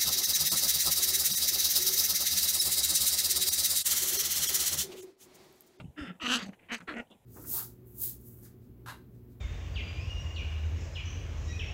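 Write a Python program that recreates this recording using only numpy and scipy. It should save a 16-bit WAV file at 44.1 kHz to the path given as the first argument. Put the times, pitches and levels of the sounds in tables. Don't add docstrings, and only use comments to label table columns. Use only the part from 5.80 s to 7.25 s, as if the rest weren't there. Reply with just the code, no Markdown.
import sys
import numpy as np
from scipy import signal
from scipy.io import wavfile
from scipy.ndimage import uniform_filter1d

SR = 44100
rng = np.random.default_rng(int(sys.argv[2]) if len(sys.argv) > 2 else 0)


def ratio_of_db(decibels):
    return 10 ** (np.asarray(decibels, float) / 20)


def generate_wav(sig):
    pcm = np.round(np.clip(np.atleast_2d(sig).T, -1, 1) * 32767).astype(np.int16)
    wavfile.write(sys.argv[1], SR, pcm)


N = 63945


def evened(x):
    return x / np.sqrt(np.mean(x ** 2) + 1e-20)


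def add(mix, s, sound):
    part = mix[max(round(s * SR), 0):][:len(sound)]
    part += sound[:len(part)]


def resonate(x, hz, width):
    turn = np.exp(2j * np.pi * hz * np.arange(len(x)) / SR)
    r = np.exp(-1.4 * np.pi * width / SR)
    low = x / turn
    for _ in range(3):
        low = signal.lfilter([1 - r], [1, -r], low)
    return 2 * (turn * low).real


def hush():
    # frequency in Hz, level in dB per Hz.
    air_spectrum = [(35, -34.5), (60, 4.5), (674, -3.5), (812, -0.5), (1290, -17), (3130, -16.5),
                    (4640, -28.5), (7570, -22), (15600, -24.5)]
    level_db, patch_db = -67, 1.5
    frames, hz = N // 256 + 5, np.fft.rfftfreq(1024, 1 / SR)
    a, b, patches = rng.standard_normal((frames, 513, 3)).T
    patches = uniform_filter1d(patches, 12, 0)
    patches = evened(uniform_filter1d(patches, 10, 1))
    f, db = np.transpose(air_spectrum)
    colour_db = np.interp(np.log(hz + 1), np.log(f + 1), db, left=-30)
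    z = (a + 1j * b) * ratio_of_db(colour_db[:, None] + patch_db * patches)
    air = signal.istft(z, nperseg=1024, noverlap=768)[1][:N]
    return ratio_of_db(level_db) * evened(air)


def fence(x):
    t60, first_return_s, top_hz = 0.12, 0.008, 5100
    t = np.arange(8000) / SR
    taps = rng.standard_normal(8000) * ratio_of_db(-60 * t / t60) * (t > first_return_s)
    taps = signal.lfilter(*signal.butter(2, top_hz, fs=SR), taps)
    return signal.fftconvolve(x, taps / np.linalg.norm(taps))[:N]


def thumps():
    # start in seconds, peak level in dB, frequency in Hz.
    landings = [(0.0, -43, 126), (0.024, -41.5, 120), (0.042, -38.5, 180), (0.053, -34, 147),
                (0.08, -43, 110), (0.092, -45, 80), (0.21, -37.5, 71), (0.43, -47, 78), (0.663, -58, 69),
                (1.083, -53, 68.5), (1.191, -50.5, 68.6), (1.419, -67.5, 62.4)]
    decay_cycles = 0.43
    out, t = np.zeros(N), np.arange(0, .15, 1 / SR)
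    for s, db, hz in landings:
        age = t * hz / decay_cycles
        push = np.e * age * np.exp(-age)
        add(out, s, ratio_of_db(db) * push * np.sin(2 * np.pi * hz * t))
    return out


def scuffs():
    # start in seconds, length in seconds, level in
    # dB, centre in Hz, width in Hz.
    scrapes = [(0.159, 0.016, -62, 1600, 900), (0.043, 0.009, -66, 2740, 400),
               (0.05, 0.035, -75, 2950, 250), (0.1, 0.022, -67, 560, 300), (0.715, 0.03, -59, 500, 600),
               (0.764, 0.13, -65, 346, 486), (0.788, 0.02, -63, 2400, 1000), (0.8, 0.09, -65, 2300, 1100),
               (0.955, 0.022, -58, 4750, 500), (0.9815, 0.0018, -53, 7550, 3500),
               (0.983, 0.012, -59, 1150, 500), (1.149, 0.0027, -62.5, 9200, 5000),
               (1.184, 0.004, -58, 7000, 3000), (1.208, 0.025, -52, 620, 450), (1.23, 0.02, -66, 750, 400),
               (1.269, 0.01, -72, 3100, 500), (1.34, 0.016, -73, 2560, 300)]
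    out = np.zeros(N)
    for s, length, db, hz, width in scrapes:
        n = round(length * SR)
        grain_levels = ratio_of_db(2.5 * rng.standard_normal(60)).repeat(100)
        grains = (rng.standard_normal(6000) * grain_levels)[:n]
        add(out, s, ratio_of_db(db) * np.hanning(n) ** .5 * evened(resonate(grains, hz, width)))
    return out


def throat_rings(throat, snaps, puffs, voiced, breath, breath_top, lower_top_hz):
    puff_share, upper_hz = .22, 3900
    scatter, shimmer_db, lag_s = 1.7 * breath_top, min(4.5 * breath_top, 2), .0007
    cycle = np.cumsum(snaps > 0)
    air = voiced * puff_share * puffs + breath * rng.standard_normal(len(snaps))
    lower, upper = np.zeros((2, len(snaps)))
    for k, (hz, width, db) in enumerate(throat):
        uneven = rng.standard_normal(200)
        strike = np.sqrt(2) * voiced * snaps * np.exp(1j * scatter * uneven[cycle])
        strike = strike * ratio_of_db(shimmer_db * uneven[-1 - cycle])
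        snap_share = 1 - puff_share * (1 + 2 * (hz > upper_hz))
        ring = ratio_of_db(db) * resonate(snap_share * strike + air, hz, max(width, 50))
        add(lower if hz < lower_top_hz else upper, lag_s * (k % 3), ring)
    return evened(lower), evened(upper)


def chest_hum(turns, late, hz, breath_top):
    waver_db, second_db, blur_hz = 5, -10, 178
    waver = ratio_of_db(waver_db * breath_top * np.interp(turns / 2, np.arange(200), rng.standard_normal(200)))
    second = ratio_of_db(second_db) * (1 - breath_top) ** 2 * 1.2
    tone = np.sin(2 * np.pi * late) + second * np.sin(4 * np.pi * late)
    tone = np.sqrt(2) * waver * tone
    blur = breath_top ** 1.6
    noise = evened(resonate(rng.standard_normal(len(late)), hz, blur_hz))
    return np.sqrt(1 - blur ** 2) * tone + blur * noise


def grunt(curve, throat, breath_top, gruff_db, lower_top_hz=3900):
    jitter, shimmer_db, puff_cycle = .02, 1.2, .25
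    breath_per_db, fade_s = .055, 0.0046
    s, hum_db, hz, rasp_db, open_db = np.transpose(curve)
    t = np.arange(s[0], s[-1], 1 / SR)

    turns = np.cumsum(np.interp(t, s, hz)) / SR
    late = turns + jitter * np.interp(turns, np.arange(200), rng.standard_normal(200))
    cycle = np.floor(np.maximum.accumulate(np.abs(late))).astype(int)
    snaps = evened(np.diff(cycle, prepend=0))
    puffs = evened(np.exp(-(late % 1) / puff_cycle) * rng.standard_normal(len(t)))

    effort_db = np.interp(t, s, rasp_db)
    slack_db = (rasp_db.max() - effort_db - 6).clip(0)
    breath = np.clip(breath_top + breath_per_db * slack_db, 0, .95)
    voiced = np.sqrt(1 - breath ** 2) * ratio_of_db(shimmer_db * rng.standard_normal(200)[cycle])
    lower, upper = throat_rings(throat, snaps, puffs, voiced, breath, breath_top, lower_top_hz)
    rasp = ratio_of_db(effort_db) * lower + ratio_of_db(np.interp(t, s, hum_db + open_db)) * upper

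    hum = chest_hum(turns, late, hz.mean(), breath_top)
    gruff = evened(resonate(voiced * snaps + rng.standard_normal(len(t)), 554, 554))
    chest_low_cut = signal.butter(3, 144, "high", fs=SR, output="sos")
    chest = signal.sosfilt(chest_low_cut, hum + ratio_of_db(gruff_db) * gruff)
    rumble = ratio_of_db(-26.5) * evened(resonate(rng.standard_normal(len(t)), 90, 150))

    since_start = t - s[0] + (s[0] == 0)
    edge = np.minimum(np.minimum(since_start, s[-1] - t) / fade_s, 1)
    return s[0], edge * (ratio_of_db(np.interp(t, s, hum_db)) * (chest + rumble) - rasp)


def scene():
    # time in seconds, chest hum in dB, pitch in Hz, rasp in dB,
    # mouth opening as upper resonances over the hum in dB.
    fading = [(0.0, -41, 164.8, -37.5, -29), (0.03, -48.5, 150.5, -77.5, -33), (0.05, -48, 155.6, -90, -32),
              (0.09, -55, 140, -98, -36), (0.112, -57, 153, -94, -41), (0.125, -70, 146, -92, -25)]
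    first = [(0.156, -76, 308.5, -78, -31), (0.16, -72, 305.6, -77, -43), (0.18, -45, 303.1, -45.5, -21),
             (0.2, -42, 301.3, -46.5, -18.5), (0.234, -43.5, 277.5, -51.5, -18.5),
             (0.282, -44.5, 183.7, -44.5, -22), (0.31, -41.5, 176.7, -49.5, -35),
             (0.334, -56.5, 178, -65, -45), (0.37, -56.5, 177, -69, -38)]
    onset = [(0.396, -65, 313.2, -51, -30), (0.406, -63, 325, -47, -8), (0.424, -44, 324.4, -38.5, -3.5),
             (0.434, -49.5, 296.8, -40, 0.5), (0.442, -42, 242.5, -39, -8.5),
             (0.456, -40.5, 245.3, -34.5, -1.5), (0.472, -41, 243.3, -30, 0), (0.478, -37, 244, -42, -5.5),
             (0.486, -36.5, 243, -52.5, -1)]
    loud_grunt = [(0.478, -47.5, 245.9, -46, -10.5), (0.488, -38.5, 242.7, -33.5, -5),
                  (0.506, -34, 245.5, -30, -6.5), (0.528, -35.5, 256, -29, 2.5),
                  (0.54, -46.5, 266, -28, 11.5), (0.554, -35.5, 238.9, -30, 1.5),
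                  (0.572, -37, 236.8, -36, 1), (0.584, -44.5, 245.6, -40, -13.5), (0.6, -44, 231, -53, -15)]
    trail = [(0.584, -43, 227.1, -40.5, -4), (0.614, -53, 203.2, -43.5, -3), (0.63, -44, 196.8, -45.5, -3),
             (0.655, -53, 200, -58.5, -8)]
    mutter = [(0.648, -62, 196.3, -53, -12), (0.664, -42.5, 200.1, -54, -11.5),
              (0.676, -45.5, 201.1, -73, -21), (0.694, -39.5, 196.7, -58, -26),
              (0.702, -47, 197.4, -68, -37), (0.718, -60, 195.9, -88, -26), (0.734, -54, 200.5, -57, -19.5),
              (0.755, -64, 213, -71, -18)]
    huff = [(0.884, -68, 232.2, -51, -33), (0.897, -56, 229, -49, -20), (0.91, -57, 241, -38.5, -17),
            (0.92, -70, 232, -47, -5)]
    short_grunt = [(0.911, -62, 228, -51, -24), (0.918, -43.5, 232.4, -35, -7),
                   (0.928, -38, 236.9, -38, -6), (0.948, -46, 235, -36.5, 5.5),
                   (0.958, -47.5, 226.6, -43, -6), (0.972, -51.5, 213, -54, -14), (0.995, -71, 230, -61, 3)]
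    after = [(1.0, -59, 182, -52, -7), (1.006, -52, 180.7, -50.5, -12), (1.018, -55.5, 176, -55, -24.5),
             (1.024, -46, 173.2, -64, -27), (1.05, -62, 175, -80, -17)]
    falling = [(1.068, -86, 396, -73, -3), (1.08, -44.5, 389, -40.5, -23.5), (1.095, -45, 339, -37, -21),
               (1.112, -43, 298.1, -44, -26), (1.124, -41.5, 298.5, -45, -30), (1.15, -50, 290, -60, -25)]
    second_grunt = [(1.135, -44, 236.1, -34, -20), (1.147, -52.5, 230.2, -51, -34),
                    (1.171, -36.5, 230.9, -42.5, -27), (1.189, -48.5, 234.8, -40, -20),
                    (1.205, -42, 234.4, -40, -25), (1.215, -51, 238, -59, -24), (1.24, -75, 254, -85, -13)]
    last = [(1.298, -79, 222.5, -72, -21), (1.31, -50, 225.4, -66, -22), (1.321, -54.5, 222.5, -56.5, -27),
            (1.335, -56, 211.5, -69, -26), (1.37, -68.5, 211, -100, -32)]
    # frequency in Hz, width in Hz, level in dB.
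    small_mouth = [(960, 960, 1), (2790, 1530, -4), (7940, 4100, -21.5)]
    narrow_mouth = [(1372, 96, -5), (1730, 740, -11.5), (2905, 630, -15.5), (3516, 190, -17),
                    (5090, 550, -9), (7400, 4600, -24.5)]
    opening_mouth = [(1250, 410, 2.5), (1893, 420, -2), (2825, 610, 4.5), (4200, 1000, 3),
                     (6070, 700, -1.5), (7600, 970, -9), (11200, 4100, -22.5)]
    wide_mouth = [(1458, 670, 4), (2945, 660, 7), (4250, 1250, 2), (6090, 1200, -0.5), (7760, 1280, -4.5),
                  (9470, 5200, -18), (10800, 3500, -18), (14600, 1700, -42)]
    slack_mouth = [(1360, 800, 5.5), (1940, 580, 3), (3150, 1550, 2), (4540, 820, 5.5), (6600, 800, 0.5),
                   (7300, 1700, -10), (11600, 2900, -20.5)]
    snap_mouth = [(1950, 1270, 7), (2880, 425, 5.5), (4080, 1350, -11), (6270, 890, -11),
                  (8040, 1300, -19.5), (11050, 1100, -25.5), (14070, 2400, -33)]
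    dull_mouth = [(1400, 550, 2), (1980, 1200, -3), (3330, 520, -11.5), (4120, 610, -10), (7000, 5100, -32)]
    round_mouth = [(585, 380, 11.5), (1495, 230, 11), (1950, 560, 10.5), (2700, 590, 5), (6400, 4200, -25)]
    pinched_mouth = [(900, 350, -7.5), (1470, 820, -13), (2900, 300, 1), (3460, 430, 1),
                     (7650, 5200, -21.5)]
    firm, clear, hoarse, airy = .24, .34, .6, .85
    echo_db = -21

    hares = np.zeros(N)
    # course, throat, breathiness, gruffness in dB (and top of the lower resonances in Hz)
    for voice in [(fading, small_mouth, hoarse, -22),
                  (first, narrow_mouth, hoarse, -14),
                  (onset, opening_mouth, clear, -9),
                  (loud_grunt, wide_mouth, firm, -15),
                  (trail, slack_mouth, airy, -6),
                  (mutter, snap_mouth, hoarse, -12),
                  (huff, snap_mouth, airy, -11),
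                  (short_grunt, snap_mouth, firm, -11),
                  (after, dull_mouth, hoarse, -14, 5000),
                  (falling, dull_mouth, hoarse, -8, 5000),
                  (second_grunt, round_mouth, firm, -8),
                  (last, pinched_mouth, airy, -9)]:
        add(hares, *grunt(*voice))
    echo = ratio_of_db(echo_db) * fence(hares)
    return (hares + echo + thumps() + scuffs() + hush())[None]


def top_cut(x):
    return signal.sosfilt(signal.butter(12, 15710, fs=SR, output="sos"), x)


def record(dry):
    low_pass = signal.firwin(301, 15750, fs=SR)
    mix = signal.oaconvolve(dry, low_pass[None], "same")
    return top_cut(mix)


dry = scene()
out = record(dry)
generate_wav(out)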